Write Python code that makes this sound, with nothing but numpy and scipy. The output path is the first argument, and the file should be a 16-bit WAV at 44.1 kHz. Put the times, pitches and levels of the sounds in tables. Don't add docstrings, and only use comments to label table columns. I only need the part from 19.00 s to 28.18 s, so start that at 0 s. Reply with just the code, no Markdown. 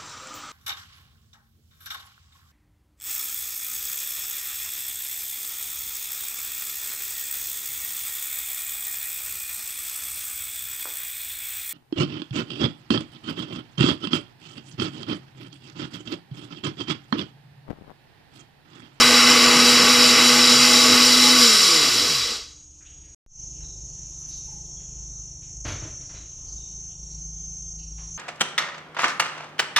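import sys
import numpy as np
from scipy import signal
from scipy.fft import rfft, irfft, next_fast_len
from scipy.io import wavfile
from scipy.ndimage import uniform_filter1d, map_coordinates

SR = 44100
rng = np.random.default_rng(int(sys.argv[2]) if len(sys.argv) > 2 else 0)


def to_wav(sig):
    pcm = np.clip(np.atleast_2d(sig), -1, 1) * 32767
    pcm = np.round(pcm).astype(np.int16)
    wavfile.write(sys.argv[1], SR, pcm.T)


def nominal_scale(level):
    x = np.asarray(level, float) / 20
    return 10 ** x


N = 404705
TIME = np.arange(N) / SR
SWITCH_OFF = 2.4
CUT, RESUME = 4.147, 4.2632

# time in seconds, turns a second.
SPEED = [
    (0, 244),
    (.9, 244.4),
    (1.8, 246.3),
    (2.38, 248.3),
    (2.46, 234),
    (2.98, 107),
    (3.12, 76.5),
    (3.22, 55.5),
    (3.35, 30),
]
# rms at full speed in dB, loss per halving of speed in dB.
SHAFT_ORDERS = [(-34, 3), (-32.5, 1.5), (-29, 10)]
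# frequency in Hz, gain in dB.
STAND = [(40, -14), (85, -12), (150, -7.5), (200, -14.5), (350, 0.5), (398, -12), (475, 2), (575, -19.5),
         (800, -28.5)]
# shaft order, shift in Hz, rms in dB.
RIPPLE = [(0, 102.5, -51.5), (0, 300.5, -56.5), (1, -100, -46.5), (1, 100.5, -43), (2, 97.5, -48),
          (3, -100, -42.5), (3, 102.5, -37.5), (4, 3.5, -47.5)]
# time in seconds, force in dB.
GRAIN_FORCE = [
    (0, -16),
    (.14, -18),
    (2.0, -16.5),
    (2.41, -16.5),
    (2.84, -18.5),
    (3.15, -22),
    (3.34, -28.5),
    (3.56, -54),
    (3.62, -54),
]
# frequency in Hz, density in dB per Hz.
HOUSING = [(18, -61.5), (30, -28), (188, -15), (214, -14.5), (245, -3.5), (271, -10), (296, -8.5),
           (391, -10.5), (487, -1), (556, -17.5), (625, -10.5), (724, -16.5), (1000, -13.5), (1300, -41),
           (2200, -120)]
# frequency in Hz, width in Hz, level in dB.
CUP_MODES = [(1170, 140, 0.5), (1514, 20, 3), (2044, 51, 1.5), (3000, 120, -7.5), (3324, 29, -6),
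             (1219, 19, -9.5), (2750, 15, -3.5), (3040, 30, 0.0)]
# frequency in Hz, width in Hz, level in dB.
LID_MODES = [(3919, 77, 2.0), (3930, 23, -3.0), (4724, 48, -0.5), (5364, 95, 0.5), (5760, 41, -2.5),
             (7155, 120, -7.5), (8100, 32, -17.5), (8070, 81, -12.0), (8975, 83, -16.0), (9440, 55, -20.5),
             (9970, 130, -24.5), (10780, 100, -18.0), (10800, 26, -17.5), (11080, 68, -22.5),
             (11485, 43, -21.0), (4060, 35, -8.5), (4460, 39, -7), (4840, 25, -13.0), (5190, 53, -7.5),
             (5246, 43, -6), (5310, 52, -6), (5674, 30, -9)]
# frequency in Hz, density in dB per Hz.
CUP_HISS = [(470, -30), (800, -14), (921, -17.5), (1150, 1.5), (1780, -6.5), (2030, -1), (2200, -2.5),
            (2960, 1.5), (3700, -18.5), (4810, -34.5), (8140, -120)]
# frequency in Hz, density in dB per Hz.
LID_HISS = [(2180, -28), (3700, 1), (3810, -2), (3950, 2.5), (4300, -3.5), (4560, -1), (5300, -3),
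            (5940, -5.5), (6470, -12.5), (7290, -13), (7650, -10.5), (9550, -25.5), (11000, -20),
            (13900, -29), (15500, -24.5)]
# frequency in Hz, width in Hz, depth from 0 to 1.
HOLLOWS = [(557, 38, 0.3), (3634, 140, 0.9), (3990, 40, .45), (4200, 90, 0.3)]
# frequency in Hz, gain in dB.
DRUM = [(4000, -59), (4400, -47.5), (5200, -32), (5600, -8.5), (5900, -5.5), (6250, -2), (6600, -6.5),
        (6900, -14.5), (7500, -25), (8100, -33.5), (8800, -42), (10700, -46.5), (11200, -62.5)]
# time in seconds, length in seconds, change in dB.
LULLS = [
    (4.5, 0.35, -2.5),
    (6.1, .3, -2),
    (6.39, 0.037, -2.5),
    (6.8, 0.21, 0.5),
    (7.26, 0.13, -3.5),
    (7.72, .15, -1),
    (7.98, 0.043, -4),
    (8.31, 0.066, -2),
    (8.87, .09, -3.5),
]
# frequency in Hz, density in dB per Hz.
AIR_LOW = [(12, -40), (20, -7.5), (58, -1), (112, -14), (152, -10.5), (231, -27.5), (308, -21),
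           (553, -31.5), (736, -32), (1100, -40.5), (1430, -70), (2420, -120)]
# frequency in Hz, density in dB per Hz.
AIR_HIGH = [(700, -29), (900, -6.5), (1300, -5), (2000, -9.5), (3000, -1.5), (4000, -4), (5200, -4),
            (6200, 12), (7500, -9), (9000, -13.5), (11000, -25.5), (15500, -33)]
# frequency in Hz, rms in dB.
KITCHEN_HUM = [(70.0, -55), (118.4, -66.5), (301.5, -64)]
# frequency in Hz, rms in dB.
PIPES = [(740, -76), (900, -77)]
# start in seconds, level in dB, centre in Hz, width in octaves, boom in dB.
KNOCKS = [(3.803, -59.5, 1800, 0.52, -80), (3.851, -55.5, 3000, 0.27, -80), (4.03, -63, 2700, 0.69, -86),
          (4.6, -61, 1490, 1.5, -80), (5.79, -62, 2500, .8, -83), (6.419, -58.5, 2600, 0.66, -80),
          (6.648, -35.5, 1086, 1.8, -32), (6.679, -35, 1830, 1.3, -34.5), (6.82, -44.5, 1100, 1.5, -35),
          (7.002, -56.5, 1800, 1.7, -50), (7.09, -51.5, 1290, 1.8, -54.5), (7.137, -48.5, 2200, 1.2, -45.5),
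          (8.976, -54, 2540, 0.75, -58), (8.98, -54.5, 950, 0.42, -62.5)]
# frequency in Hz, width in Hz, level in dB.
BOOM = [(45, 30, -2.5), (95.6, 25, 2), (131, 26, 0), (250, 50, -10), (320, 42, -6), (628, 70, -12.5)]
# crank order, rms in dB.
FIRING = [(1, -66.5), (3, -63.5), (4, -60), (7, -64.5)]
# time in seconds, length in seconds, rms in dB.
SWELLS = [
    (4.7, 0.22, -45),
    (6.047, 0.18, -44),
    (6.683, .11, -39.5),
    (7.608, .13, -42),
    (8.31, 0.24, -39.5),
    (8.923, 0.12, -38),
]
# frequency in Hz, rms in dB.
WALLS = [(120, -54), (129, -50), (135, -54), (137.5, -64), (150, -51), (157, -53), (160.5, -62),
         (163, -47.5), (175, -46.5)]
# start in seconds, length in seconds, pitch in Hz, smear in Hz, level in dB.
BIRDS = [(4.522, 0.13, 2900, 600, -66), (4.613, 0.13, 4000, 110, -61.5), (4.628, 0.12, 3750, 120, -61),
         (4.87, .08, 4560, 201, -65), (5.287, 0.13, 3830, 202, -61), (5.297, 0.105, 4480, 800, -55),
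         (5.464, .12, 860, 90, -60), (5.755, 0.07, 3350, 200, -63), (7.05, .08, 4800, 151, -63),
         (7.145, 0.116, 3990, 100, -59), (7.458, 0.1, 4800, 800, -58), (7.569, 0.112, 3770, 201, -58),
         (7.894, 0.066, 3200, 700, -63), (8.101, 0.068, 4370, 708, -62), (8.69, .05, 7200, 400, -54),
         (8.775, .09, 4470, 700, -61), (8.785, 0.085, 2850, 400, -62.5)]
# time in seconds, level in dB.
SHAKES = [
    (5.1, -70),
    (5.205, -66),
    (5.295, -63),
    (5.38, -65),
    (5.46, -68),
    (5.53, -67),
    (5.595, -75),
    (5.68, -71),
    (6.685, -61),
    (6.73, -64),
]
# frequency in Hz, gain in dB.
POWDER = [(5000, -27), (8000, 1), (10500, 3.5), (13000, -6), (15500, -16)]


def unit(x):
    return x / np.sqrt(np.mean(x ** 2) + 1e-20)


def curves(rows):
    seconds, *columns = np.transpose(rows)
    return [np.interp(TIME, seconds, column) for column in columns]


def bumps(rows):
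    return sum(height * np.exp(-.5 * ((TIME - s) / length) ** 2) for s, length, height in rows)


def by_place(pair):
    return np.where(TIME < CUT, *pair)


def shape(points):
    f, db = np.transpose(points)
    return lambda hz: nominal_scale(np.interp(np.log(hz + 1), np.log(f + 1), db, left=-120, right=-120))


def modes(peaks):
    def response(f):
        total = 0
        for k, (hz, width, db) in enumerate(peaks):
            total = total + (-1) ** k * nominal_scale(db) * 1j * f * width / (hz * hz - f * f + 1j * f * width)
        return total
    return response


def filtered(x, response):
    size = next_fast_len(len(x) + 8192)
    return irfft(rfft(x, size) * response(np.fft.rfftfreq(size, 1 / SR)), size)[:len(x)]


def noise(response, size=N):
    return unit(filtered(rng.standard_normal(size), response))


def wobble(rate):
    s = np.arange(0, N + 64, 64) / SR
    return np.interp(TIME, s, map_coordinates(rng.standard_normal(N // 100), [s * rate]))


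def patchy(x, depth_db):
    z = signal.stft(x, nperseg=512)[2]
    across_hz = uniform_filter1d(rng.standard_normal(z.shape), size=9, axis=0)
    field = unit(uniform_filter1d(across_hz, size=18, axis=1))
    return unit(signal.istft(z * nominal_scale(depth_db * field), nperseg=512)[1][:N])


def turns(hz):
    return 2 * np.pi * np.cumsum(hz) / SR


def room(x, t60):
    t = np.arange(SR // 2) / SR
    tail = rng.standard_normal(len(t)) * nominal_scale(-60 * t / t60)
    return signal.fftconvolve(x, tail / np.linalg.norm(tail))[:N]


def motor():
    hz = curves(SPEED)[0]
    shaft = turns(hz + 0.71 * wobble(20))
    critical_db = 17.5 * np.exp(-((hz - 246) / 52) ** 2)
    sag_db = 0.46 * np.maximum(SWITCH_OFF - TIME, 0)
    rough_db = np.where(TIME < SWITCH_OFF, .6, 1.6)
    orders = 0
    for order, (db, loss_db) in enumerate(SHAFT_ORDERS, 1):
        level_db = db + loss_db * np.log2(hz / hz[0]) + sag_db + critical_db * (order == 1)
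        level = nominal_scale(level_db + rough_db * wobble(23)) * shape(STAND)(order * hz)
        orders = orders + level * np.sin(order * shaft)
    ripple = 0
    for order, shift_hz, db in RIPPLE:
        level = nominal_scale(db + 0.5 - TIME + 3.1 * wobble(16))
        ripple = ripple + level * np.sin(order * shaft + 2 * np.pi * shift_hz * TIME)
    running = np.clip((3.35 - TIME) / 0.16, 0, 1)
    powered = np.clip((SWITCH_OFF - TIME) / 0.099, 0, 1)
    return np.sqrt(2) * (orders * running + ripple * powered)


def struck_by_grain(body, hiss, ring, hiss_gain):
    hail = rng.standard_normal(N) * nominal_scale(2.5 * rng.standard_normal(N))
    sound = unit(ring * unit(filtered(hail, modes(body))) + hiss_gain * noise(shape(hiss)))
    return unit(sound + .35 * room(sound, t60=.2))


def hollow_response(f):
    gain = 1
    for hz, width, depth in HOLLOWS:
        gain = gain * (1 - depth * np.exp(-((f - hz) / width) ** 2))
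    return gain


def grain():
    force_db = curves(GRAIN_FORCE)[0]
    thinning_db = 2.5 * np.minimum(TIME, 2.8)
    weak_db = np.minimum(force_db + 20.5, 0)
    lid_db = force_db + 1.5 + 0.35 * wobble(12)
    cup_db = force_db - 0.33 - thinning_db + 0.17 * weak_db + .6 * wobble(11)
    housing_db = force_db - 9 - thinning_db + 1.8 * wobble(13)
    fizz_db = 1.5 + .65 * weak_db + 0.79 * wobble(9)
    mains_pull = 1 + .08 * np.sin(2 * np.pi * 100 * TIME) * (TIME < SWITCH_OFF)
    surge = nominal_scale(0.31 * wobble(2.4) + 0.46 * wobble(30)) * mains_pull
    ring = np.interp(TIME, [2.7, 3.3], [.75, .4])
    cup = struck_by_grain(CUP_MODES, CUP_HISS, ring, hiss_gain=1.19)
    lid = struck_by_grain(LID_MODES, LID_HISS, ring, hiss_gain=0.77)
    fizz = filtered(lid, lambda f: 1 / (1 + (9500 / (f + 1)) ** 8))
    lid = lid - fizz + nominal_scale(fizz_db) * fizz
    whirl = nominal_scale(housing_db) * noise(shape(HOUSING)) + nominal_scale(cup_db) * cup + nominal_scale(lid_db) * lid
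    return filtered(whirl, hollow_response) * surge * np.clip((3.68 - TIME) / 0.14, 0, 1)


def clicks(before_hz, after_hz, gain_hz, top_hz):
    return by_place((before_hz, np.minimum(after_hz + gain_hz * (TIME - CUT), top_hz)))


def cicada(hz, song_db, group_size, odd_db, depth, squeeze, pitch, wet):
    group = turns((hz + .12 * wobble(9)) / group_size)
    hurry = squeeze * np.sin(group + 1.3)
    train = 0
    for k in range(14, 36):
        pairing_db = odd_db * (k % 2) * np.exp(-((k - 20) / 5) ** 2)
        train = train + nominal_scale(pairing_db) * np.cos(int(k * group_size) * group + k * hurry)
    swell = np.exp(depth * (1 + 0.22 * wobble(2.2)) * np.cos(group) + 0.12 * np.cos(2 * group + 0.76))
    direct = unit(filtered(train * swell, lambda f: shape(DRUM)(f / pitch)))
    return nominal_scale(song_db) * unit(direct + wet * room(direct, t60=0.93))


def insects():
    pair_db = np.interp(TIME, [4.3, 6.2, 9.2], [-4, -6.5, -13])
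    near_db = by_place((-58, -38.5)) + bumps(LULLS)
    near = cicada(clicks(305.5, 306.9, 1.48, 320), near_db, group_size=12, odd_db=pair_db,
                  depth=0.13, squeeze=.075, pitch=1, wet=1.2)
    far = cicada(clicks(330.5, 332.7, 1.02, 336.65), by_place((-49, -49.5)), group_size=12.5, odd_db=-7.5,
                 depth=.35, squeeze=0.049, pitch=1.05, wet=2.0)
    third = cicada(clicks(316.4, 316.4, 0, 320), by_place((-59.5, -85)), group_size=12, odd_db=-8.0,
                   depth=.5, squeeze=.04, pitch=0.93, wet=.9)
    return near + far + third


def hums(rows, lift_db, unsteady_db, rate):
    return sum(nominal_scale(db + lift_db + unsteady_db * wobble(rate)) * np.sin(2 * np.pi * hz * TIME) for hz, db in rows)


def air():
    calm_db = .9 * np.maximum(TIME - CUT, 0)
    low_db = by_place((-54, -46)) - calm_db + 1.4 * wobble(3.7)
    high_db = by_place((-59.5, -56.5)) - calm_db + 1.5 * wobble(2.6)
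    kitchen = hums(KITCHEN_HUM, 1.0, 2.3, rate=3.1) * (TIME < CUT)
    pipes = hums(PIPES, 0.5, 2.9, rate=10) * nominal_scale(by_place((-8, 0)))
    low = nominal_scale(low_db) * noise(shape(AIR_LOW))
    high = nominal_scale(high_db) * patchy(noise(shape(AIR_HIGH)), depth_db=2.3)
    return kitchen + pipes + low + high


def knocks():
    out, t = np.zeros(N + SR), np.arange(SR // 2) / SR
    blow = unit(filtered(1.0 * (t == 0), modes(BOOM)))
    floor = np.sin(2 * np.pi * BOOM[1][0] * t)
    for s, db, hz, octaves, boom_db in KNOCKS:
        t60 = 0.7 if s < CUT else 0.53
        band = noise(lambda f: np.exp(-.5 * (np.log2((f + 1) / hz) / octaves) ** 2 - (f / 7000) ** 3), size=len(t))
        boom = noise(modes(BOOM), size=len(t)) + 0.44 * floor + 0.23 * blow
        fade = nominal_scale(-60 * t / t60) * (1 - np.exp(-t / 0.0058))
        out[round(s * SR):][:len(t)] += fade * (nominal_scale(db) * band + nominal_scale(boom_db) * boom)
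    out = out[:N]
    return patchy(out, depth_db=-0.5) * np.sqrt(np.mean(out ** 2))


def engine():
    hz = 25.2 + .52 * np.maximum(TIME - 4.4, 0)
    crank = turns(hz + .15 * wobble(1.8))
    second = nominal_scale(-55) + bumps([(s, length, nominal_scale(db)) for s, length, db in SWELLS])
    strong = second * np.sin(2 * crank)
    for order in (5, 6):
        strong = strong + shape(WALLS)(order * hz) * nominal_scale(1.2 * wobble(5.5)) * np.sin(order * crank)
    weak = sum(nominal_scale(db - 1.5 + 3.2 * wobble(4.5)) * np.sin(order * crank) for order, db in FIRING)
    return np.sqrt(2) * (nominal_scale(-3.0) * strong + weak) * (TIME > CUT)


def birds():
    out, t = np.zeros(N + SR), np.arange(SR // 2) / SR
    for s, length, hz, smear_hz, db in BIRDS:
        u = t / length
        blur = noise(lambda f: np.exp(-(f / smear_hz) ** 2), size=len(t))
        note = np.sin(turns(hz * (1 - .012 * np.minimum(u, 1))))
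        level = np.minimum(u / 0.14, 1) * nominal_scale(-15 * np.maximum(u - .55, 0))
        out[round(s * SR):][:len(t)] += np.sqrt(2) * nominal_scale(db) * level * blur * note
    return 0.93 * out[:N] + 0.51 * room(out, t60=0.63)


def bowl():
    slides = bumps([(s, 0.019, nominal_scale(db)) for s, db in SHAKES])
    return slides * noise(shape(POWDER))


def scene():
    mono = motor() + grain() + insects() + air() + knocks() + engine() + birds() + bowl()
    return np.array([mono, mono])


def low_pass(x):
    return signal.sosfilt(signal.butter(12, 15680, fs=SR, output="sos"), x)


def record(dry):
    since = np.maximum(TIME - RESUME, 0)
    resumed = TIME >= RESUME
    gate = (TIME < CUT) + resumed * np.clip(0.021 + (since / 0.17) ** 1.7, 0, 1)
    swing = np.cos(2 * np.pi * (1 - np.exp(-since / .09)) * 2.2)
    settle = resumed * 0.0041 * swing * np.exp(-since / 0.13)
    x = dry * gate + settle
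    x = x / (1 + np.abs(x / .78) ** 6) ** (1 / 6)
    x = np.array([filtered(v, lambda f: f < 15700) for v in x])
    return low_pass(x)


dry = scene()
out = record(dry)
to_wav(out)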